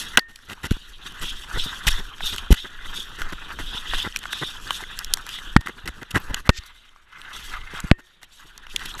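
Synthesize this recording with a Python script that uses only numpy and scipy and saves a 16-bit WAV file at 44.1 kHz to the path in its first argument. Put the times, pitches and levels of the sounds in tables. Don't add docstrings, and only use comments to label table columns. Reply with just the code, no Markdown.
import sys
import numpy as np
from scipy import signal
from scipy.fft import rfft, irfft, next_fast_len
from scipy.io import wavfile
from scipy.ndimage import uniform_filter1d, map_coordinates

SR = 44100
rng = np.random.default_rng(int(sys.argv[2]) if len(sys.argv) > 2 else 0)


def file_out(sig):
    cols = np.atleast_2d(sig).T
    lim = np.clip(cols, -1, 1)
    pcm = np.round(lim * 32767).astype(np.int16)
    wavfile.write(sys.argv[1], SR, pcm)


def undo_db(level):
    steps = np.asarray(level, float) / 20
    return 10 ** steps


N = 396900

# start_s, level_db
PACE = [(0, -48.5), (.16, -41), (.25, -61.5), (.5, -51.5), (.84, -56.5), (1.15, -46), (1.9, -47.5),
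        (2.65, -51), (2.9, -43), (3.4, -49), (4.9, -46.5), (5.53, -46), (5.63, -51), (6.7, -58),
        (7.07, -63), (7.6, -52), (8.05, -67), (9.0, -47)]
# start_s, strength_db
POCKET = [
    (6.45, -30.5),
    (6.6, -2.5),
    (7.85, -4.5),
    (8.0, -26),
]
# start_s, tag_ring_db, side_modes_db, gain_drop_db, look_ahead_s
OVERLOADS = [
    (.173, -31, -31, -16, .012),
    (5.563, -39, -20, -20, .004),
    (6.492, -39, -14, -18, .015),
    (7.914, -43, -10, -11, .008),
]
# centre_hz, width_hz, level_db
WALL_MODES = [(840, 890, -9.5), (1500, 256, 2), (2041, 260.5, -2.5)]
# centre_hz, width_hz, level_db
SHELL_MODES = [(2786, 690, 17.5), (3850, 740, -10.5)]
# freq_hz, density_db (per Hz)
SPRAY_SPECTRUM = [(2530, -24.5), (4300, -2), (5030, -9.5), (5560, -3), (6080, -7), (7900, -7),
                  (9140, -13.5), (10000, -8.5), (12000, -11), (13400, -13.5), (13700, -22), (15100, -24.5),
                  (15600, -31.5), (16300, -74)]
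# freq_hz, density_db (per Hz)
RUB_SPECTRUM = [(35, -35.5), (60, 3), (209, -0.5), (339, -3.5), (409, -4), (678, -17), (1000, -8.5),
                (1300, -40.5), (2200, -120)]

PLUNGE_RISE, SWING_RISE, BURST_RISE = 174.5, 140, 2000


def unit(x):
    return x / np.sqrt(np.mean(x ** 2) + 1e-20)


def curves(rows):
    s, *cols = np.transpose(rows)
    return [np.interp(np.arange(N) / SR, s, c) for c in cols]


def wobble(rate):
    knots = rng.standard_normal(int(N * rate / SR) + 4)
    return map_coordinates(knots, [np.arange(N) * rate / SR])


def summed(*gains):
    return 10 * np.log10(sum(g ** 2 for g in gains))


def swells(*kinds):
    rows = sorted((*row, rise) for table, rise in kinds for row in table)
    t = np.arange(0, N / SR, .002)
    ends = [row[0] for row in rows[1:]] + [N / SR]
    gain = np.zeros(len(t))
    for (s, db, fade, rise), end in zip(rows, ends):
        before, after, overrun = (np.maximum(x, 0) for x in (s - t, t - s, t - end))
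        gain += undo_db(db - max(rise, fade) * before - fade * after - 2900 * overrun)
    return np.interp(np.arange(N) / SR, t, gain)


def grit(grain_db, clump_db):
    return unit(rng.standard_normal(N) * undo_db(grain_db * wobble(900) + clump_db * wobble(70)))


def patchy(x, patch_db):
    z = signal.stft(x, nperseg=256)[2]
    field = uniform_filter1d(rng.standard_normal(z.shape), size=2, axis=0)
    field = uniform_filter1d(field, size=12, axis=1)
    return unit(signal.istft(z * undo_db(patch_db * unit(field)), nperseg=256)[1][:N])


def filtered(x, response):
    m = next_fast_len(N + 8192)
    return irfft(rfft(x, m) * response(np.fft.rfftfreq(m, 1 / SR)), m)[:N]


def colour(points):
    hz, db = np.transpose(points)
    return lambda f: undo_db(np.interp(np.log(f + 1), np.log(hz + 1), db))


def bumps(table, f):
    return undo_db(sum(db * np.exp(-((f - hz) / width) ** 2) for hz, width, db in table))


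def modes(table):
    low, high = table[0][0] * 1.083, table[-1][0] * 0.988

    def response(f):
        skirt = (1j * f / low / (1 + 1j * f / low) / (1 + 1j * f / high)) ** 2
        total = 0
        for k, (hz, width, db) in enumerate(table):
            total = total + (-1) ** k * undo_db(db) * 1j * f * width / (hz * hz - f * f + 1j * f * width)
        return skirt * total
    return response


def voiced(drive, response):
    power = np.mean(np.abs(response(np.linspace(1, SR / 2, 20000))) ** 2)
    return filtered(drive, response) / np.sqrt(power)


def drifting(drive, response, depth):
    share = .5 + .5 * np.sin(2 * wobble(7))
    lower = voiced(np.sqrt(share) * drive, lambda f: response(f * (1 + depth)))
    upper = voiced(np.sqrt(1 - share) * drive, lambda f: response(f * (1 - depth)))
    return lower + upper


def sealed(x):
    # centre_hz, width_hz, level_db
    seal_peaks = [(1950, 110, 3.5), (2260, 130, -5.5), (3750, 140, 3), (4400, 160, -5), (5020, 140, -3.5)]
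    return filtered(x, lambda f: bumps(seal_peaks, f))


def plough_level():
    # start_s, peak_db, fade_db_per_s
    plunges = [(0, -36, 119), (.16, -49, 235.5), (.74, -49, 135.5), (1.07, -42, 225), (1.22, -45, 303.5),
               (1.52, -38.5, 70), (1.75, -37, 129.5), (1.91, -32.5, 133.5), (2.17, -46, 22),
               (2.42, -41.5, 161), (3.21, -42.5, 37.5), (3.52, -40.5, 100), (3.54, -48, 9), (3.74, -42, 40),
               (3.94, -36, 120), (4.25, -44.5, 21.5), (4.67, -39, 128.5), (4.86, -57, 102),
               (5.16, -43.5, 149.5), (5.78, -46.5, 399.5), (5.955, -47, 82), (6.015, -58, 176.5),
               (6.2, -39, 162.5), (6.27, -51, 251.5), (6.37, -36, 70), (6.405, -58, 600), (6.5, -45.5, 81),
               (7.17, -48.5, 76), (7.25, -47, 100), (7.31, -64.5, 20), (7.36, -39, 265), (7.48, -49, 23.5),
               (7.54, -41, 191), (7.65, -50, 100.5), (7.75, -40.5, 61), (7.79, -46, 249), (7.86, -40.5, 53),
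               (7.92, -47.5, 502.5), (8.45, -51, 205), (8.83, -32, 309.5), (8.96, -43.5, 200.5)]
    return summed(undo_db(curves(PACE)[0]), swells((plunges, PLUNGE_RISE)))


def ploughing(plough_db):
    # centre_hz, width_hz, level_db
    cavity = [(1043.2, 926, 3.5), (1610, 452, 12), (1985.7, 160, 5.5), (2550, 660, -0.5)]
    crush = undo_db(plough_db + 2.7 * wobble(30)) * patchy(grit(2.1, 2.66), patch_db=2.5)
    pocket = voiced(crush * undo_db(curves(POCKET)[0]), modes([(2083.5, 120, 0)]))
    return drifting(crush, cavity and modes(cavity), .07) - pocket


def spraying(plough_db, pant_db, shared_db):
    # start_s, peak_db, fade_db_per_s
    puffs = [
        (0, -30, 300),
        (.36, -58, 28),
        (1.22, -48, 95.5),
        (4.76, -38, 211),
        (5.0, -53, 36),
        (6.75, -61, 52.5),
        (7.85, -50.5, 204),
        (8.05, -63, 102.5),
        (8.34, -53.5, 67),
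    ]
    # start_s, peak_db, fade_db_per_s
    flicks = [
        (6.575, -40.5, 898.5),
        (6.665, -43.5, 503),
        (7.333, -45.5, 59.5),
        (8.7, -56, 101),
        (8.859, -46.5, 89),
        (8.941, -59.5, 401),
        (8.981, -43, 200),
    ]
    # centre_hz, width_hz, level_db
    vents = [(4583, 320, 5), (5510, 250, 2), (6430, 300, 5), (8030, 420, 2), (9580, 410, 1.5)]
    mist = undo_db(-39.5 + 1.305 * (pant_db + 32.0))
    kicked = undo_db(plough_db - 12.5)
    spray_db = summed(mist, kicked, swells((puffs, 360), (flicks, BURST_RISE)))
    port = lambda f: (f < 15450) * colour(SPRAY_SPECTRUM)(f) * bumps(vents, f)
    return voiced(undo_db(spray_db + shared_db) * patchy(grit(2.47, 2.56), patch_db=3.0), port)


def pant_level():
    # start_s, peak_db, fade_db_per_s
    breaths = [(.02, -35, 104.5), (.12, -55, 161.5), (.74, -39, 146), (.9, -41, 232), (1.07, -35, 402.5),
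               (1.25, -35, 46.5), (1.6, -33, 48), (1.91, -31, 91.5), (2.268, -26.5, 115.5),
               (2.59, -35.5, 124), (2.97, -32.5, 111.5), (3.23, -41, 51), (3.6, -38, 13.5),
               (3.78, -40, 46.5), (3.94, -32.5, 54), (4.03, -35.5, 69), (4.27, -48, 41.5), (4.34, -35, 23),
               (4.76, -38.5, 31.5), (5.31, -33.5, 90), (6.36, -47.5, 212), (6.56, -48, 47),
               (6.89, -66, 154), (7.18, -68.5, 10.5), (7.5, -44, 125), (7.745, -44, 250),
               (8.06, -62.5, 26.5), (8.918, -54, 20)]
    # start_s, peak_db, fade_db_per_s
    snorts = [
        (7.332, -38.5, 33),
        (8.315, -54, 31.5),
        (8.7, -39, 93.5),
        (8.857, -37.5, 29.5),
    ]
    resting = undo_db(1.307 * (curves(PACE)[0] + 47) - 48 - 2)
    return summed(resting, swells((breaths, 267), (snorts, BURST_RISE)))


def panting(pant_db, shared_db):
    # centre_hz, width_hz, level_db
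    soft_nose = [(1540, 500, -14), (2895.4, 1010, 6.5), (3493, 647, 12)]
    # centre_hz, width_hz, level_db
    hard_nose = [(2817, 1100, 4.5), (3491, 384.5, 13), (5320, 320, -5)]
    effort = np.clip((pant_db + 49.5) / 12, 0, 1)
    air = undo_db(pant_db + shared_db) * patchy(grit(1.0, 2.065), patch_db=3.0)
    soft = drifting(np.sqrt(1 - effort) * air, modes(soft_nose), .03)
    hard = drifting(np.sqrt(effort) * air, modes(hard_nose), .03)
    return soft + hard


def running():
    plough_db, pant_db = plough_level(), pant_level()
    shared_db = 1.2 * wobble(30)
    plough = ploughing(plough_db)
    spray = spraying(plough_db, pant_db, shared_db)
    return sealed(plough + spray + panting(pant_db, shared_db))


def swinging():
    # start_s, peak_db, fade_db_per_s
    swings = [(0, -57.5, 27), (.87, -41.5, -5), (1.36, -37, 57.5), (1.7, -38, 5), (2.0, -29, 161.5),
              (2.23, -32, 18), (2.49, -39.5, 56), (3.2, -34, 50.5), (3.59, -29.5, 59.5), (4.0, -33, 82.5),
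              (4.6, -42.5, 44), (5.12, -31, 166.5), (5.5, -32.5, 110.5), (5.85, -42, 86), (6.31, -33, 65),
              (6.46, -42.5, 75.5), (7.37, -40, 0.5), (7.62, -31, 88.5), (8.48, -51.5, 19.5),
              (8.73, -40, 10), (8.93, -40, 98.5)]
    # freq_hz, density_db (per Hz)
    heave_spectrum = [(7.1, -17), (12, 5), (24, -2), (48, -13), (130, -36), (170, -43), (290, -120)]
    heave_db = summed(undo_db(curves(PACE)[0] + 4.5), swells((swings, SWING_RISE)))
    rub_db = summed(undo_db(heave_db - 23.5), undo_db(plough_level() - 8.5))
    rub_db = rub_db - 6 * undo_db(curves(POCKET)[0])
    rub_db = np.minimum(rub_db, -50)
    heave = voiced(undo_db(heave_db + 1.4 * wobble(8.8)) * rng.standard_normal(N), colour(heave_spectrum))
    return heave + voiced(undo_db(rub_db + 1.5 * wobble(22)) * grit(1.1, 2.5), colour(RUB_SPECTRUM))


def hiss():
    # freq_hz, density_db (per Hz)
    hiss_spectrum = [(35, -37.5), (60, 1), (71, -18), (124, -19), (458, -24.5), (1410, -20), (1820, -25.5),
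                     (2250, -17.5), (2410, -20.5), (3420, -33), (16000, -82)]
    return undo_db(-65.5) * voiced(rng.standard_normal(N), colour(hiss_spectrum))


def ducking():
    t, gain_db = np.arange(N) / SR, np.zeros(N)
    for s, *_, drop_db, ahead in OVERLOADS:
        after = t - s + ahead
        gain_db += drop_db * np.clip(after / .002, 0, 1) * np.exp(-np.abs(after) / 0.04)
    return undo_db(gain_db)


def ticks():
    # start_s, peak_db, hardness_db (crack over hollow)
    face_hits = [(.173, -5, -17), (.18, -21.5, -33.5), (.359, -39.5, 32), (.499, -38.5, -4),
                 (2.382, -23.5, 7.5), (3.752, -39, -19.5), (4.001, -49.5, -4.5), (4.707, -24.5, -26.5),
                 (6.492, -10.5, -16), (7.216, -43, 5.5), (7.9135, -23, -24), (8.762, -20.5, 27.5)]
    side_hits = [(.193, -32, -6.5), (.709, -17.5, -4), (1.122, -37, 19.5), (2.206, -30, -37),
                 (3.218, -17.5, -14.5), (3.588, -28, -29.5), (3.935, -22, -28.5), (3.946, -28.5, -20),
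                 (4.161, -13.5, 0), (4.17, -22.5, 20), (4.231, -27, -5), (4.238, -24.5, -18.5),
                 (4.255, -25.5, -22), (4.33, -19, -17), (4.99, -15.5, 10.5), (5.046, -20.5, 17.5),
                 (5.291, -20.5, 8), (5.386, -36, -32), (5.671, -20, -20.5), (5.684, -40, -12.5),
                 (5.876, -15, -2), (6.03, -26.5, -7.5), (6.344, -12.5, 1), (8.667, -33.5, -18.5)]
    edge_hits = [(2.362, -18.5, 5), (2.526, -8, -4.5), (4.19, -27, 18.5), (4.837, -24, -20),
                 (5.138, -8, 30.5), (5.172, -17.5, -6), (5.266, -21, -6.5), (5.566, -19.5, -31.5),
                 (6.269, -46.5, -14.5), (6.474, -26, -15.5), (7.803, -21.5, 10), (8.231, -25.5, 0.5),
                 (8.578, -24, 0.5), (8.994, -19, -11.5)]
    wall_db, dulling = -4.5, 0.586
    drive, t = np.zeros((3, N + 1024)), np.arange(1024) / SR
    fade = undo_db(-60 * t / np.array([[.012], [.012], [.009]]))
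    places = (face_hits, 11.5), (side_hits, -2), (edge_hits, -15.5)
    hits = sorted((*row, shell_db) for rows, shell_db in places for row in rows)
    for (s, db, hard, shell_db), noise in zip(hits, rng.standard_normal((len(hits), 3, 1024))):
        parts = np.array([wall_db - dulling * hard, shell_db, wall_db + (1 - dulling) * hard])
        burst = fade * np.sign(noise) * np.abs(noise) ** 1.3
        drive[:, round(s * SR):][:, :1024] += undo_db(db - 5.5 + parts[:, None]) * burst
    shell = lambda f: modes(SHELL_MODES)(f) * (1j * f / (2400 + 1j * f)) ** 2
    responses = modes(WALL_MODES), shell, colour(SPRAY_SPECTRUM)
    return sum(voiced(d[:N], response) for d, response in zip(drive, responses))


def tag():
    # freq_hz, t60_s
    plate_modes = [(1836, .46), (362, .5), (2655, .2)]
    ring, t = np.zeros(N), np.arange(SR // 2) / SR
    for s, db, side_db, *_ in OVERLOADS:
        for (hz, t60), level_db in zip(plate_modes, (db, db + side_db, db + side_db)):
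            ring[round(s * SR):][:len(t)] += undo_db(level_db - 60 * t / t60) * np.sin(2 * np.pi * hz * t)
    return ring


def scrapes():
    # start_s, length_s, hollow_db, bright_db
    fur_drags = [(.173, 0.01436, -17, -30.5), (.283, 0.0393, -52.5, -50), (.486, 0.0531, -39.5, -37.5),
                 (.631, 0.0416, -33, -31.5), (1.055, 0.0187, -44.5, -54), (1.21, 0.0384, -36, -32.5),
                 (1.544, 0.0416, -32, -45), (1.98, 0.0242, -40.5, -38.5), (2.322, 0.0259, -35.5, -35.5),
                 (2.644, 0.0251, -37, -52.5), (3.185, 0.0348, -37, -38.5), (3.322, 0.015, -31, -35),
                 (3.587, 0.0305, -37, -36.5), (3.93, 0.0295, -37.5, -35), (4.039, 0.0384, -30, -47),
                 (4.411, 0.0275, -29, -51), (4.825, 0.0106, -37.5, -46), (5.608, 0.00776, -40.5, -36.5),
                 (5.659, 0.01056, -38.5, -35), (5.681, 0.0091, -36, -37.5), (5.691, .009, -31.5, -44),
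                 (5.856, 0.015, -35, -38), (5.875, 0.0192, -33.5, -34), (6.012, 0.024, -38.5, -47.5),
                 (6.106, 0.0125, -45, -29.5), (6.144, 0.0409, -25, -30.5), (6.4925, 0.0124, -22, -29.5),
                 (7.982, 0.0273, -47.5, -51.5), (8.853, 0.0105, -43.5, -27)]
    snow_drags = [(.189, 0.0075, -25, -23.5), (.705, 0.027, -40, -34), (1.867, 0.026, -22, -14.5),
                  (2.539, 0.0118, -34, -28), (2.849, 0.022, -37, -45.5), (4.325, 0.011, -34.5, -27),
                  (4.743, 0.036, -52.5, -37), (5.563, 0.011, -30, -29.5), (6.151, 0.0243, -22.5, -36.5),
                  (6.452, 0.03, -37, -42.5), (8.214, 0.0371, -51.5, -48)]
    chest_drags = [(.765, 0.005, -44, -54.5), (1.655, 0.022, -46.5, -55.5), (1.99, 0.021, -47.5, -59.5),
                   (2.235, 0.016, -47, -40), (2.345, 0.0094, -53, -47.5), (2.505, .032, -35, -24.5),
                   (2.97, 0.028, -55, -59.5), (3.325, 0.026, -61, -61.5), (3.745, 0.012, -44.5, -55),
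                   (4.415, 0.022, -51, -60.5), (4.705, .012, -51, -55), (5.7, 0.0056, -52, -49.5),
                   (6.293, 0.0236, -41.5, -45.5), (6.33, .016, -45, -56), (7.735, 0.014, -46, -54),
                   (8.74, 0.015, -51, -62)]
    stroke = np.zeros((3, N))
    grains = np.array([grit(4.3, 2.3), grit(3.6, 2.4), grit(3.5, 2.3)])
    kinds = (fur_drags, -1), (snow_drags, -13), (chest_drags, 9.5)
    for rows, thud_db in kinds:
        for s, length, hollow_db, bright_db in rows:
            parts = undo_db([hollow_db + thud_db, hollow_db, bright_db])[:, None]
            span = slice(round(s * SR), round(s * SR) + round(length * SR))
            shape = np.sin(np.linspace(0, np.pi, round(length * SR))) ** .35
            rattle = grains[:, span] / grains[:, span].std(axis=1, keepdims=True)
            stroke[:, span] += parts * shape * rattle
    thud, hollow, bright = stroke
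    dull = voiced(thud, colour(RUB_SPECTRUM)) + voiced(hollow, modes(WALL_MODES))
    return dull + voiced(bright, modes(SHELL_MODES)) * 0.523 + voiced(bright, colour(SPRAY_SPECTRUM)) * 0.5


def specks():
    # start_s, peak_db, low_ring_hz, high_ring_hz, high_over_low_db
    crumbs = [(0.3895, -29, 1600, 5510, -10), (1.1967, -24, 1590, 7640, -0.5),
              (1.2264, -12.5, 1353, 8350, -6), (1.928, -18, 3230, 5420, 6.5), (1.9974, -19, 3370, 5430, -5),
              (2.1824, -23.5, 1600, 4680, -2.5), (3.2534, -30, 1560, 4610, -8.5),
              (3.8776, -17.5, 1447, 4540, -13.5), (4.0013, -5.5, 3350, 4740, -27.5),
              (4.0871, -21, 3240, 5450, -3.5), (4.1245, -16, 3165, 5660, -11.5),
              (4.4752, -29, 3440, 4700, -6), (4.6754, -13.5, 1603, 4590, -5.5),
              (5.2154, -42, 1640, 5740, -7), (5.3404, -16, 3630, 5720, -9),
              (5.3624, -19.5, 3330, 5580, -7.5), (6.2014, -31.5, 1840, 12850, 4),
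              (6.3994, -26, 1470, 5450, -5.5), (6.6363, -26, 1390, 4540, -2),
              (6.8914, -27, 3150, 6780, -15.5), (6.9611, -28, 1192, 5420, -14.5),
              (7.1854, -29, 1500, 5320, -7.5), (7.7784, -26, 2000, 5360, -5),
              (8.5076, -37.5, 1520, 5640, -13.5), (8.5544, -41.5, 1590, 12900, -6.5),
              (8.7944, -20.5, 1610, 3280, 5), (8.9404, -16.5, 3834, 10200, -11.5),
              (8.9511, -18.5, 1220, 7590, -5.5), (8.98, -19, 2000, 5830, -6)]
    lump_rings = [(0.173, 6.5, 3850, 5980, -3.5), (0.1804, 9, 1582, 2880, -12.5),
                  (0.1934, -5.5, 4525, 5380, -12.5), (0.3581, -25.5, 3050, 5310, -4.5),
                  (1.1228, -31.5, 3580, 6240, 0.5), (1.8701, -4, 3530, 5580, -5),
                  (2.3815, -21, 2600, 5240, -5), (2.5257, -9.5, 3086, 11810, 1),
                  (4.1614, -6.5, 2410, 5735, -4.5), (4.1889, -36.5, 3360, 5500, -7),
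                  (4.3296, -5.5, 3540, 5820, -19), (4.7067, -2.5, 3078, 1119, -2.5),
                  (4.9896, -20.5, 3080, 5130, 3.5), (5.0464, -18.5, 3240, 5220, -5),
                  (5.1367, 1, 3242, 5818, -8), (5.2909, -23.5, 3290, 5540, -3),
                  (5.8755, -20.5, 2610, 5520, -0.5), (6.344, -9.5, 2953, 6730, -5),
                  (7.216, -28, 3030, 9990, -4.5), (7.8012, -23, 2860, 7587, 2),
                  (8.2307, -32.5, 3612, 5740, -9), (8.5779, -27, 3700, 5496, -2),
                  (8.668, -20, 2790, 5790, -14), (8.761, -9, 4440, 6660, -7), (0.1738, 7, 3016, 1500, 0)]
    t60, detuning = 0.01243, 0.0784
    (out, cracks), t = np.zeros((2, N + 1024)), np.arange(1024) / SR
    onset = 1 - np.exp(-t / 0.00026)
    rows = [(s, db + gain_db, *rest) for table, gain_db in ((crumbs, -10), (lump_rings, -9))
            for s, db, *rest in table]
    for (s, db, low_hz, high_hz, high_db), chance in zip(rows, rng.standard_normal((len(rows), 2, 4, 1))):
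        hz = np.array([[low_hz], [low_hz], [high_hz], [high_hz]])
        hz = hz * (1 + detuning * chance[0] * [[0], [1], [0], [1]])
        gains = undo_db(db + np.array([[0], [-6], [high_db], [high_db - 2.5]]) - 60 * t / t60)
        rings = gains * np.sin(2 * np.pi * hz * t + 3 * chance[1])
        out[round(s * SR):][:1024] += rings.sum(0) * onset
        crack = undo_db(db + high_db - 8.5 - 60 * t / 0.0054) * rng.standard_normal(1024)
        cracks[round(s * SR):][:1024] += crack
    return out[:N] + voiced(cracks[:N], colour(SPRAY_SPECTRUM))


def jolts():
    # start_s, length_s, peak_db, direction (sign)
    pushes = [(0.7087, 0.0074, -11.5, -1), (0.7137, 0.00297, -7.5, -1), (0.715, 0.00464, -11, 1),
              (0.719, 0.029, -16, 1), (1.21, 0.051, -15, 1), (1.54, 0.0194, -15.5, -1),
              (1.572, 0.0673, -9, 1), (1.867, 0.00663, -14, -1), (1.877, 0.0154, -9, 1),
              (1.911, 0.0408, -6.5, 1), (2.214, 0.0455, -17, 1), (2.5059, 0.002545, -2.5, -1),
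              (2.5063, 0.012, -2.5, -1), (2.513, 0.0181, 0, 1), (2.525, 0.00502, -2, -1),
              (3.21, 0.0567, -14.5, 1), (3.893, 0.0297, -17, -1), (3.939, 0.0384, -13, 1),
              (5.5629, 0.002954, 8.5, -1), (5.565, 0.000459, 10, 1), (5.5654, 0.000389, 2, -1),
              (5.565, 0.00297, 0, 1), (5.567, 0.0135, -14, 1), (5.587, 0.0078, -16, 1),
              (5.841, 0.0092, -28, -1), (5.891, 0.0133, -24, -1), (6.1393, 0.0067, -20.5, -1),
              (6.1512, 0.00527, -17.5, -1), (6.1618, .0026, -8, -1), (6.299, 0.0159, -18.5, -1),
              (6.4921, 0.003326, 7.5, -1), (6.4931, 0.000506, 7, 1), (6.494, 0.000456, 5.5, 1),
              (6.498, 0.00478, -13, 1), (6.586, 0.01184, -24, 1), (7.841, 0.0042, -17.5, -1),
              (7.845, 0.00646, -16.5, -1), (7.9136, 0.00046, -5, -1), (7.9137, 0.0033, 9.5, 1),
              (7.9141, 0.0003286, 7, -1)]
    pressure = np.zeros(N)
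    for s, length, db, direction in pushes:
        shape = np.hanning(round(length * SR)) ** 0.63
        pressure[round(s * SR):][:len(shape)] += np.sign(direction) * undo_db(db) * shape
    return filtered(pressure, lambda f: 1j * f / (22 + 1j * f))


def brush():
    # start_s, length_s, low_hz, high_hz
    sweep = (6.515, .075, 1900, 7800)
    s, length, low_hz, high_hz = sweep
    along = (np.arange(N) / SR - s) / length
    swell = np.clip(along, 0, 1) ** 1.7 * (along < 1)
    band = lambda f: 1 / (1 + (low_hz / (f + 1)) ** 6) / (1 + (f / high_hz) ** 16) / (1 + f / 6000)
    return voiced(undo_db(-34) * swell * grit(2.0, 2.0), band)


def scene():
    steady = (running() + swinging() + hiss()) * ducking()
    return (steady + ticks() + tag() + sealed(scrapes()) + specks() + jolts() + brush())[None]


def band_limit(x):
    return signal.sosfilt(signal.butter(12, 16480, fs=SR, output="sos"), x)


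def record(dry):
    clipped = np.clip(dry[0], -1, 1)
    mix = filtered(clipped, lambda f: f < 16480)[None]
    return band_limit(mix)


dry = scene()
out = record(dry)
file_out(out)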